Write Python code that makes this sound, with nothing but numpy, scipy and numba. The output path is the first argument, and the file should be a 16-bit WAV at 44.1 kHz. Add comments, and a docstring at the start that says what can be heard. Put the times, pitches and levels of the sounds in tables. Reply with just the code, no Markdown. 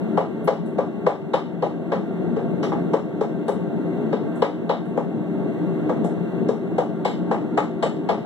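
"""A gas forge roars in a workshop: coloured noise lifted by chamber resonances booms, its treble hisses.
Over it come runs of sharp hammer blows on hot steel: a dull thud made of sinking swings,
and a clank, a crack and a thin ring made of damped modes and short noise. Light metal ticks and
chinks are bursts of bright noise. An automatic gain control ducks the roar at loud blows
and lets it swell back in the pauses."""
import sys
import numpy as np
from scipy import signal
from scipy.fft import rfft, irfft
from scipy.io import wavfile
from scipy.ndimage import uniform_filter1d
from numba import njit

SR = 44100
rng = np.random.default_rng(int(sys.argv[2]) if len(sys.argv) > 2 else 0)


def generate_wav(signal):
    """Clip the signal to [-1, 1] and save it as 16-bit WAV at the path in sys.argv[1]."""
    frames = np.transpose(np.atleast_2d(signal))
    scaled = np.clip(frames, -1, 1) * 32767
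    pcm = np.round(scaled).astype(np.int16)
    wavfile.write(sys.argv[1], SR, pcm)


N = 363825
AGE = np.arange(int(0.6 * SR)) / SR  # seconds since a contact
BODY_S = 0.045  # first moments of a contact, over which its level is set


def undb(db):
    """Decibels to gain."""
    return 10 ** (np.asarray(db) / 20)


def along(table, hz):
    """Read (Hz, value) points on a log-frequency axis."""
    f, value = np.transpose(table)
    return np.interp(np.log(hz + 1), np.log(f), value)


def unit(x):
    """Scale to rms 1."""
    return x / np.sqrt(np.mean(x ** 2))


def pan(db):
    """Left and right gains for a level difference, left minus right in dB."""
    return undb(np.array([[db], [-db]]) / 2)


def walk(rate):
    """Random levels held 1 / rate seconds and smoothed twice; spread near 1."""
    hold = int(SR / rate)
    steps = np.repeat(rng.standard_normal(N // hold + 1), hold)
    smooth = uniform_filter1d(uniform_filter1d(steps, hold), hold)
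    return 0.73 * smooth[:N]


def add(out, s, sound):
    """Mix a sound in at a time in seconds."""
    start = int(s * SR)
    out[:, start:start + sound.shape[1]] += sound[:, :N - start]


def bins(size):
    """Frequencies of a spectrum in Hz."""
    return np.arange(size // 2 + 1) * SR / size


# Phase by which the left microphone leads the right.
# Each row: frequency in Hz, phase in radians.
LEFT_LEAD = [(60, -.4), (190, -1.5), (380, 0), (1500, .2), (2000, 3), (2800, 3.4), (3400, 6.1), (4100, 6.6),
             (4700, 9.3), (5100, 9.8), (5800, 12.6), (7000, 15.7), (8500, 18.8)]


def noise_pair(gain, likeness, size):
    """Coloured noise as two spaced microphones hear it: partly alike, the right one shifted in phase."""
    hz = bins(size)
    left, other = rfft(rng.standard_normal((2, size)))
    alike = np.clip(along(likeness, hz), 0, 1)
    right = alike * left + np.sqrt(1 - alike ** 2) * other
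    right = right * np.exp(-1j * along(LEFT_LEAD, hz))
    return unit(irfft(np.array([left, right]) * gain, size))


# Broad colour of the flame noise, before resonances.
# Each row: frequency in Hz, relative level in dB per Hz.
FLAME_COLOUR = [(32, -48), (65, -47), (100, -17), (170, -1), (380, -6), (720, -14.5), (1000, -24.5),
                (2000, -30), (3200, -41.5), (4000, -48), (5100, -61.5), (7500, -57.5), (10000, -68),
                (15000, -62)]
# Resonances of the chamber and the shop that lift the flame noise.
# Each row: centre in Hz, width in Hz, lift in dB.
CHAMBER_RESONANCES = [(175.4, 34.5, 8.5), (220, 10.7, 7.5), (240, 8.7, 7.5), (305.3, 15, 10.5),
                      (332.8, 16, 4), (382, 16.3, 9), (414, 11, 7.5), (503, 13, 4), (675, 45, 6.5),
                      (897, 32, 8.5), (1118, 20, 11.5), (1391, 21, 11), (1564, 51, 7), (1947, 24, 8.5),
                      (2116, 22, 12), (2746, 170, 17)]
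# Where the forge sits in the stereo field.
# Each row: frequency in Hz, left minus right in dB.
FLAME_SIDES = [(60, 2), (110, 0), (185, 5), (230, 2), (310, 1), (460, 4), (700, -1), (1300, .5), (4400, 0),
               (7500, 4), (12000, 1.5)]
# Likeness of the flame at the two microphones.
# Each row: frequency in Hz, coherence from 0 to 1.
FLAME_COHERENCE = [(60, 1), (200, 0.68), (350, 0.92), (480, 0), (700, 0.89), (1300, 0.98), (1800, 0.47),
                   (2400, 0.99), (3700, 0.72), (5000, 1), (15000, 0)]
# Slow swell of the flame's boom, under its quick flutter.
# Each row: time in seconds, level change in dB.
BOOM_SWELL = [(0, -2), (.5, 0), (1.3, -.5), (2.1, 1), (2.6, 1.5), (3.3, 0), (4.2, 1.5), (4.6, -1.5),
              (5.2, 1), (5.8, .5), (6.6, 1), (7.4, 0.5), (8.25, 0)]


def forge(level_db=-21, flutter_db=1.7, hiss_flutter_db=0.07):
    """Turbulent flame rings the chamber; the boom flutters quickly, the jet's hiss stays nearly steady."""
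    hz = bins(N)
    lift = sum(db / (1 + (2 * (hz - f) / width) ** 2) for f, width, db in CHAMBER_RESONANCES)
    sides = np.array([[0.5], [-0.5]]) * along(FLAME_SIDES, hz)
    # broad cut (Hz, dB) that makes room for the resonances
    valleys = along([(90, 2.5), (170, 2.5), (400, 0.5), (2150, 3.0),
                     (2500, 8.0), (3000, 6.5), (3500, -2.0)], hz)
    colour = undb(along(FLAME_COLOUR, hz) + lift - valleys + sides)
    roar = noise_pair(colour, FLAME_COHERENCE, N)
    # split into boom and hiss around 650 Hz
    boom = signal.sosfiltfilt(signal.butter(2, 650, fs=SR, output="sos"), roar)
    swell_db = np.interp(np.arange(N) / SR, *np.transpose(BOOM_SWELL))
    flame = boom * undb(flutter_db * walk(22) + swell_db)
    jet = (roar - boom) * undb(hiss_flutter_db * walk(7.1))
    return undb(level_db) * (flame + jet)


def blow_level(sound, db):
    """Set the rms level of a contact's first moments."""
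    return sound * undb(db) / np.sqrt(np.mean(sound[:, :int(BODY_S * SR)] ** 2))


# Likeness of contact noise at the two microphones.
# Each row: frequency in Hz, coherence from 0 to 1.
CONTACT_COHERENCE = [(100, .5), (450, 0.56), (800, 0.54), (1200, 1), (1800, 0.095), (2400, 1), (3700, 0.57),
                     (5500, 0.93), (7500, 0.088), (15000, 0.34)]


def burst(colour, rise_s, t60, room_db, room_t60, patchy_db):
    """Noise standing for many crowded modes: it dies quickly, then lingers in the shop."""
    hz = bins(len(AGE))
    # each contact favours other clusters of modes
    grid = np.linspace(0, SR / 2, 2 ** 8)
    patches = patchy_db * np.interp(hz, grid, rng.standard_normal(len(grid)))
    noise = noise_pair(undb(along(colour, hz) + patches), CONTACT_COHERENCE, len(AGE))
    direct = undb(-60 * AGE / t60)
    room = undb(room_db - 60 * AGE / room_t60)
    rise = 1 - np.exp(-(AGE / rise_s) ** 2)
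    return blow_level(rise * np.hypot(direct, room) * noise, 0)


def ring(modes, push_s, scatter_db, detune, stagger):
    """Damped modes build up in a push and swing loosely in step at its end, scattered by stagger in radians."""
    hz, db, t60 = np.transpose(modes)[:, :, None]
    # each blow lands on another spot and shares itself out differently
    size, shift, spread, offset = rng.standard_normal((len(modes), 4)).T[:, :, None]
    phase = 2 * np.pi * hz * (1 + detune * shift) * (AGE - push_s) + stagger * offset
    fade = undb(db + scatter_db * size) * np.exp(-np.log(1000) * AGE / t60)
    # reflections turn each mode a little between the microphones
    right_lag = along(LEFT_LEAD, hz) + 0.4 * spread
    left = (fade * np.sin(phase)).sum(axis=0)
    right = (fade * np.sin(phase - right_lag)).sum(axis=0)
    build_up = 1 - np.exp(-(AGE / push_s) ** 2)
    return blow_level(np.array([left, right]) * build_up, 0)


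# Early reflections of the thud from floor and benches.
# Each row: delay in seconds, level in dB.
THUD_REFLECTIONS = [(.0089, -4.5), (.0215, -12), (0.0354, -12.5)]


def bump(hz, peak_s, steepness=9, sag=0.12):
    """The anvil gives under the hammer: a few swings swell, sink in pitch and return from near surfaces."""
    age = AGE / peak_s
    swell = (age * np.exp(1 - age)) ** steepness
    pitch = hz * (1 + sag * np.tanh(1 - age))
    phase = 2 * np.pi * np.cumsum(pitch) / SR
    out = np.zeros(len(AGE))
    for delay_s, db in [(0, 0.0081)] + THUD_REFLECTIONS:
        swings = swell * np.sin(phase + rng.uniform(0, 2 * np.pi))
        out += undb(db) * np.interp(AGE - delay_s, AGE, swings, left=0)
    return blow_level(np.array([out, out]), 0)


# Low modes of the anvil on its stand.
# Each row: frequency in Hz, typical level in dB, 60 dB decay in seconds.
STAND_MODES = [(44, -27.5, 0.084), (413.7, 2, 0.27), (442.3, -2.5, 0.24), (478, -6, 0.064),
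               (522.4, 2, 0.14), (558, -0.5, 0.28)]
# Noisy part of the thud.
# Each row: frequency in Hz, relative level in dB per Hz.
THUD_COLOUR = [(30, -36), (150, -26.5), (330, -28), (425, 18), (555, 10), (680, 2.5), (1200, -29),
               (3000, -72)]


def stand_ring():
    """Soft hot steel pushes for some milliseconds, so the stand's low modes come late."""
    modes = ring(STAND_MODES, push_s=0.01054, scatter_db=0.5, detune=0.006, stagger=1.16)
    noise = burst(THUD_COLOUR, rise_s=0.0064, t60=0.041, room_db=-5, room_t60=0.28, patchy_db=0.5)
    return modes + undb(-0.5) * noise


def echo(sound, delay_s, echo_db):
    """Add one reflection from the floor or a wall of the shop."""
    late = [np.interp(AGE - delay_s, AGE, side, left=0) for side in sound]
    return sound + undb(echo_db) * np.array(late)


# Middle modes of the anvil on its stand.
# Each row: frequency in Hz, typical level in dB, 60 dB decay in seconds.
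ANVIL_CLANK_MODES = [(641, -12.5, 0.064), (669.3, -6.5, 0.18), (704.4, -6, 0.25), (816.3, 0.5, 0.14),
                     (854.6, -3.5, 0.14), (909, -13, 0.21), (1000, -8, 0.2), (1137, -10, 0.25),
                     (1190, -14, 0.31), (1310, -19, .2), (1306, -20.5, 0.1), (1580, -21, 0.16),
                     (1647, -15, 0.13)]
# Noisy part of the clank.
# Each row: frequency in Hz, relative level in dB per Hz.
CLANK_COLOUR = [(350, -29.5), (620, 1.5), (840, 1.5), (1050, -7), (1250, -6), (1450, -15), (1750, -17),
                (2200, -19.5), (2700, -25.5), (6000, -68.5)]


def clank_ring():
    """The anvil's middle modes clank over dense noise, with one reflection from the shop."""
    clank = ring(ANVIL_CLANK_MODES, push_s=0.007, scatter_db=1.0, detune=0.004, stagger=1.1)
    noise = burst(CLANK_COLOUR, rise_s=0.0045, t60=0.032, room_db=14, room_t60=0.27, patchy_db=0.5)
    return echo(clank + undb(3) * noise, delay_s=0.033, echo_db=-13)


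# Noisy part of the crack.
# Each row: frequency in Hz, relative level in dB per Hz.
CRACK_COLOUR = [(900, -10), (1500, 2.5), (2000, 8), (2500, 2), (3000, 7), (3900, 3.5), (4400, -4),
                (5200, 0), (6200, -33.5), (10000, -37), (15000, -50.5)]
# Bright modes that the hammer face sets off.
# Each row: frequency in Hz, typical level in dB, 60 dB decay in seconds.
FACE_MODES = [(2170, 14, 0.2), (2915, 5.5, 0.45), (3000, 3, 0.36), (3675, 1.5, 0.36), (3746, 0, 0.38),
              (3900, -1, 0.32), (4270, -2, 0.28), (4460, -3.5, 0.14), (4740, -5.5, 0.15)]


def crack_ring():
    """The hammer face sets off a sharp noise and bright modes."""
    noise = burst(CRACK_COLOUR, rise_s=0.0035, t60=0.03, room_db=7, room_t60=0.36, patchy_db=2)
    modes = ring(FACE_MODES, push_s=0.003, scatter_db=4, detune=0.006, stagger=1.5)
    return noise + undb(-2) * modes


# Noisy part of the thin ring.
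# Each row: frequency in Hz, relative level in dB per Hz.
THIN_COLOUR = [(4400, -21.5), (5500, 4), (7700, 2.5), (8800, -5.5), (11500, -12), (15000, -23)]
# Highest modes of the anvil on its stand.
# Each row: frequency in Hz, typical level in dB, 60 dB decay in seconds.
THIN_MODES = [(5320, 5, 0.43), (6660, 0.5, 0.34), (7260, 2.5, 0.24), (7560, -2, 0.22), (8220, 0, 0.25),
              (9900, -9, 0.3), (10800, -7.5, .33), (11400, -9, 0.36)]


def thin_ring():
    """A sizzle of treble noise with the anvil's highest modes ringing in it."""
    noise = burst(THIN_COLOUR, rise_s=0.0037, t60=0.014, room_db=-7.0, room_t60=0.35, patchy_db=2.0)
    modes = ring(THIN_MODES, push_s=0.002, scatter_db=4, detune=0.004, stagger=1.5)
    return noise + undb(-5) * modes


def anvil():
    """The four ringing parts of one stroke on the anvil, from low to high."""
    return np.array([stand_ring(), clank_ring(), crack_ring(), thin_ring()])


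def tilt(sound, slope_db):
    """Brighten or dull a sound, in dB per octave between 600 and 1250 Hz, level outside."""
    octaves = np.log2(np.clip(bins(len(AGE)), 600, 1250) / 1000)
    return irfft(rfft(sound) * undb(slope_db * octaves), len(AGE))


def uneven_decay(sound, depth_db, rate_hz):
    """Random level flutter makes the decay of a blow lumpy."""
    onset = np.minimum(AGE / BODY_S, 1)
    return sound * undb(depth_db * walk(rate_hz)[:len(AGE)] * onset)


# Hammer blows, in runs of about 3.6 a second; levels are those before panning.
# Each row: start in seconds, thud level in dB, thud pitch at its peak in Hz, time to that peak in seconds,
# clank level in dB, clank brightness in dB per octave, crack level in dB, thin ring level in dB.
HAMMER_BLOWS = [(0.171, -16.5, 506, 0.017, -15.5, -2, -39.5, -57),
                (0.473, -12.5, 513, .013, -15, -1, -34, -50),
                (0.781, -14, 509, 0.013, -18.5, -3.5, -44, -57.5),
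                (1.062, -11, 506, .014, -13, -2.5, -34.5, -51.5),
                (1.333, -13, 514, 0.015, -13.5, 2.5, -28.5, -48.5),
                (1.621, -15, 511, 0.013, -16.5, -5, -37.5, -56),
                (1.916, -17, 502, .010, -20, 4.5, -37, -56.5), (2.360, -22, 450, 0.017, -32, 3, -50.5, -67),
                (2.626, -23.5, 450, 0.02, -28.5, 12, -36.5, -53.5),
                (2.714, -30, 460, .016, -24, 1, -51, -69),
                (2.932, -14, 453, 0.013, -19.5, -3, -39.5, -52.5),
                (3.206, -16, 440, .011, -23, -2.5, -42.5, -55.5),
                (3.479, -17.5, 458, .009, -22.5, 0.5, -41.5, -55),
                (4.124, -19.5, 482, 0.01, -28, 5, -42.5, -62.5),
                (4.418, -12.5, 477, 0.01, -16.5, 3, -31.5, -51.5),
                (4.691, -16, 500, 0.013, -16, -0.5, -33, -55),
                (4.971, -17, 517, 0.012, -21.5, -0.5, -48.5, -59.5),
                (5.890, -22, 483, .011, -25.5, 2.5, -48.5, -62),
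                (6.040, -28, 503, .008, -25.5, -15.5, -51, -60),
                (6.484, -16, 478, 0.012, -27, 0.5, -44, -54),
                (6.779, -15.5, 508, .013, -17, -6, -38.5, -52),
                (7.047, -22, 487, 0.014, -18, -1.5, -28, -49),
                (7.309, -19.5, 497, .012, -17.5, 3, -42, -54.5),
                (7.572, -18.5, 512, .012, -13.5, 4, -33.5, -49.5),
                (7.823, -16.5, 488, 0.011, -16.5, 0.5, -29.5, -47.5),
                (8.086, -18, 502, .013, -15, 0, -31.5, -52)]
# How alike the sounds stay from blow to blow.
# In order: stand, clank, crack and thin ring, each from 0 to 1.
BLOW_SAMENESS = (.6, .6, .3, .2)


def hammer(stand_db=-4):
    """Every blow sets off the same anvil in the same shop, and differs with the spot where it lands."""
    out = np.zeros((2, N))
    usual = anvil()
    alike = np.clip(BLOW_SAMENESS, 0, 1)[:, None, None]
    for s, thud_db, thud_hz, peak_s, clank_db, slope_db, crack_db, thin_db in HAMMER_BLOWS:
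        stand, clank, crack, thin = alike * usual + np.sqrt(1 - alike ** 2) * anvil()
        thud = bump(thud_hz, peak_s) + undb(stand_db) * stand
        # every part leans left, the thin ring most
        blow = pan(5) * blow_level(thud, thud_db)
        blow += pan(2) * blow_level(tilt(clank, slope_db), clank_db)
        blow += pan(1) * blow_level(crack, crack_db)
        blow += pan(12) * blow_level(thin, thin_db)
        add(out, s, uneven_decay(blow, depth_db=1.7, rate_hz=170))
    return out


# Light, bright ticks and chinks of metal, alone or with a blow; levels are those before panning.
# Each row: start in seconds, level in dB, centre in Hz, half width in octaves.
METAL_TICKS = [(0.443, -53, 10900, 1), (0.659, -60.5, 8400, 0.6), (1.334, -37.5, 3630, 0.14),
               (2.628, -48, 5500, 0.22), (3.48, -50.5, 8100, 0.78), (4.355, -61, 8350, 0.55),
               (4.692, -39.5, 3750, .15), (4.855, -68, 8500, .5), (6.044, -54.5, 7700, .6),
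               (6.485, -53, 5500, 0.24), (7.049, -50, 7550, .08), (7.574, -52, 7500, .08),
               (7.826, -46, 7530, 0.11)]
# How much louder small contacts are on the left.
# Each row: frequency in Hz, left minus right in dB.
TICK_SIDES = [(3700, 2), (5500, 3), (7500, 11), (11000, 7)]


def ticks(skirt_db=-17, body_db=-42):
    """Light metal contacts, each with its own patch of treble; the narrow ones chink."""
    out = np.zeros((2, N))
    for s, tick_db, hz, octaves in METAL_TICKS:
        edge = 2 ** abs(octaves)
        colour = [(hz / edge ** 3, body_db), (hz / edge, skirt_db), (hz, 0),
                  (hz * edge, skirt_db), (hz * edge ** 3, body_db)]
        tick = burst(colour, rise_s=0.0015, t60=0.014, room_db=-6.5, room_t60=0.29, patchy_db=3.5)
        add(out, s, undb(tick_db) * pan(along(TICK_SIDES, hz)) * tick)
    return out


def scene():
    """The forge, the hammering and the small ticks."""
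    return forge() + hammer() + ticks()


@njit
def follow(x, attack, release, start):
    """Envelope that rises quickly and sinks slowly."""
    out, e = np.empty(len(x)), start
    for i in range(len(x)):
        e += (x[i] - e) * (attack if x[i] > e else release)
        out[i] = e
    return out


def record(dry, knee_db=-15.5, squeeze=0.74, attack_s=0.0084, release_s=0.56, start_db=-12.0):
    """Gain control, already turned down at first, ducks at loud blows and recovers slowly; the top is cut."""
    loudest = np.abs(dry).max(axis=0)
    envelope = follow(loudest, 1 / (attack_s * SR), 1 / (release_s * SR), float(undb(start_db)))
    gain = np.maximum(envelope / undb(knee_db), 1) ** -squeeze
    # steep low-pass at 15550 Hz
    top_cut = signal.ellip(10, 0.2, 80, 15550, fs=SR, output="sos")
    return signal.sosfilt(top_cut, dry * gain)


dry = scene()
out = record(dry)
generate_wav(out)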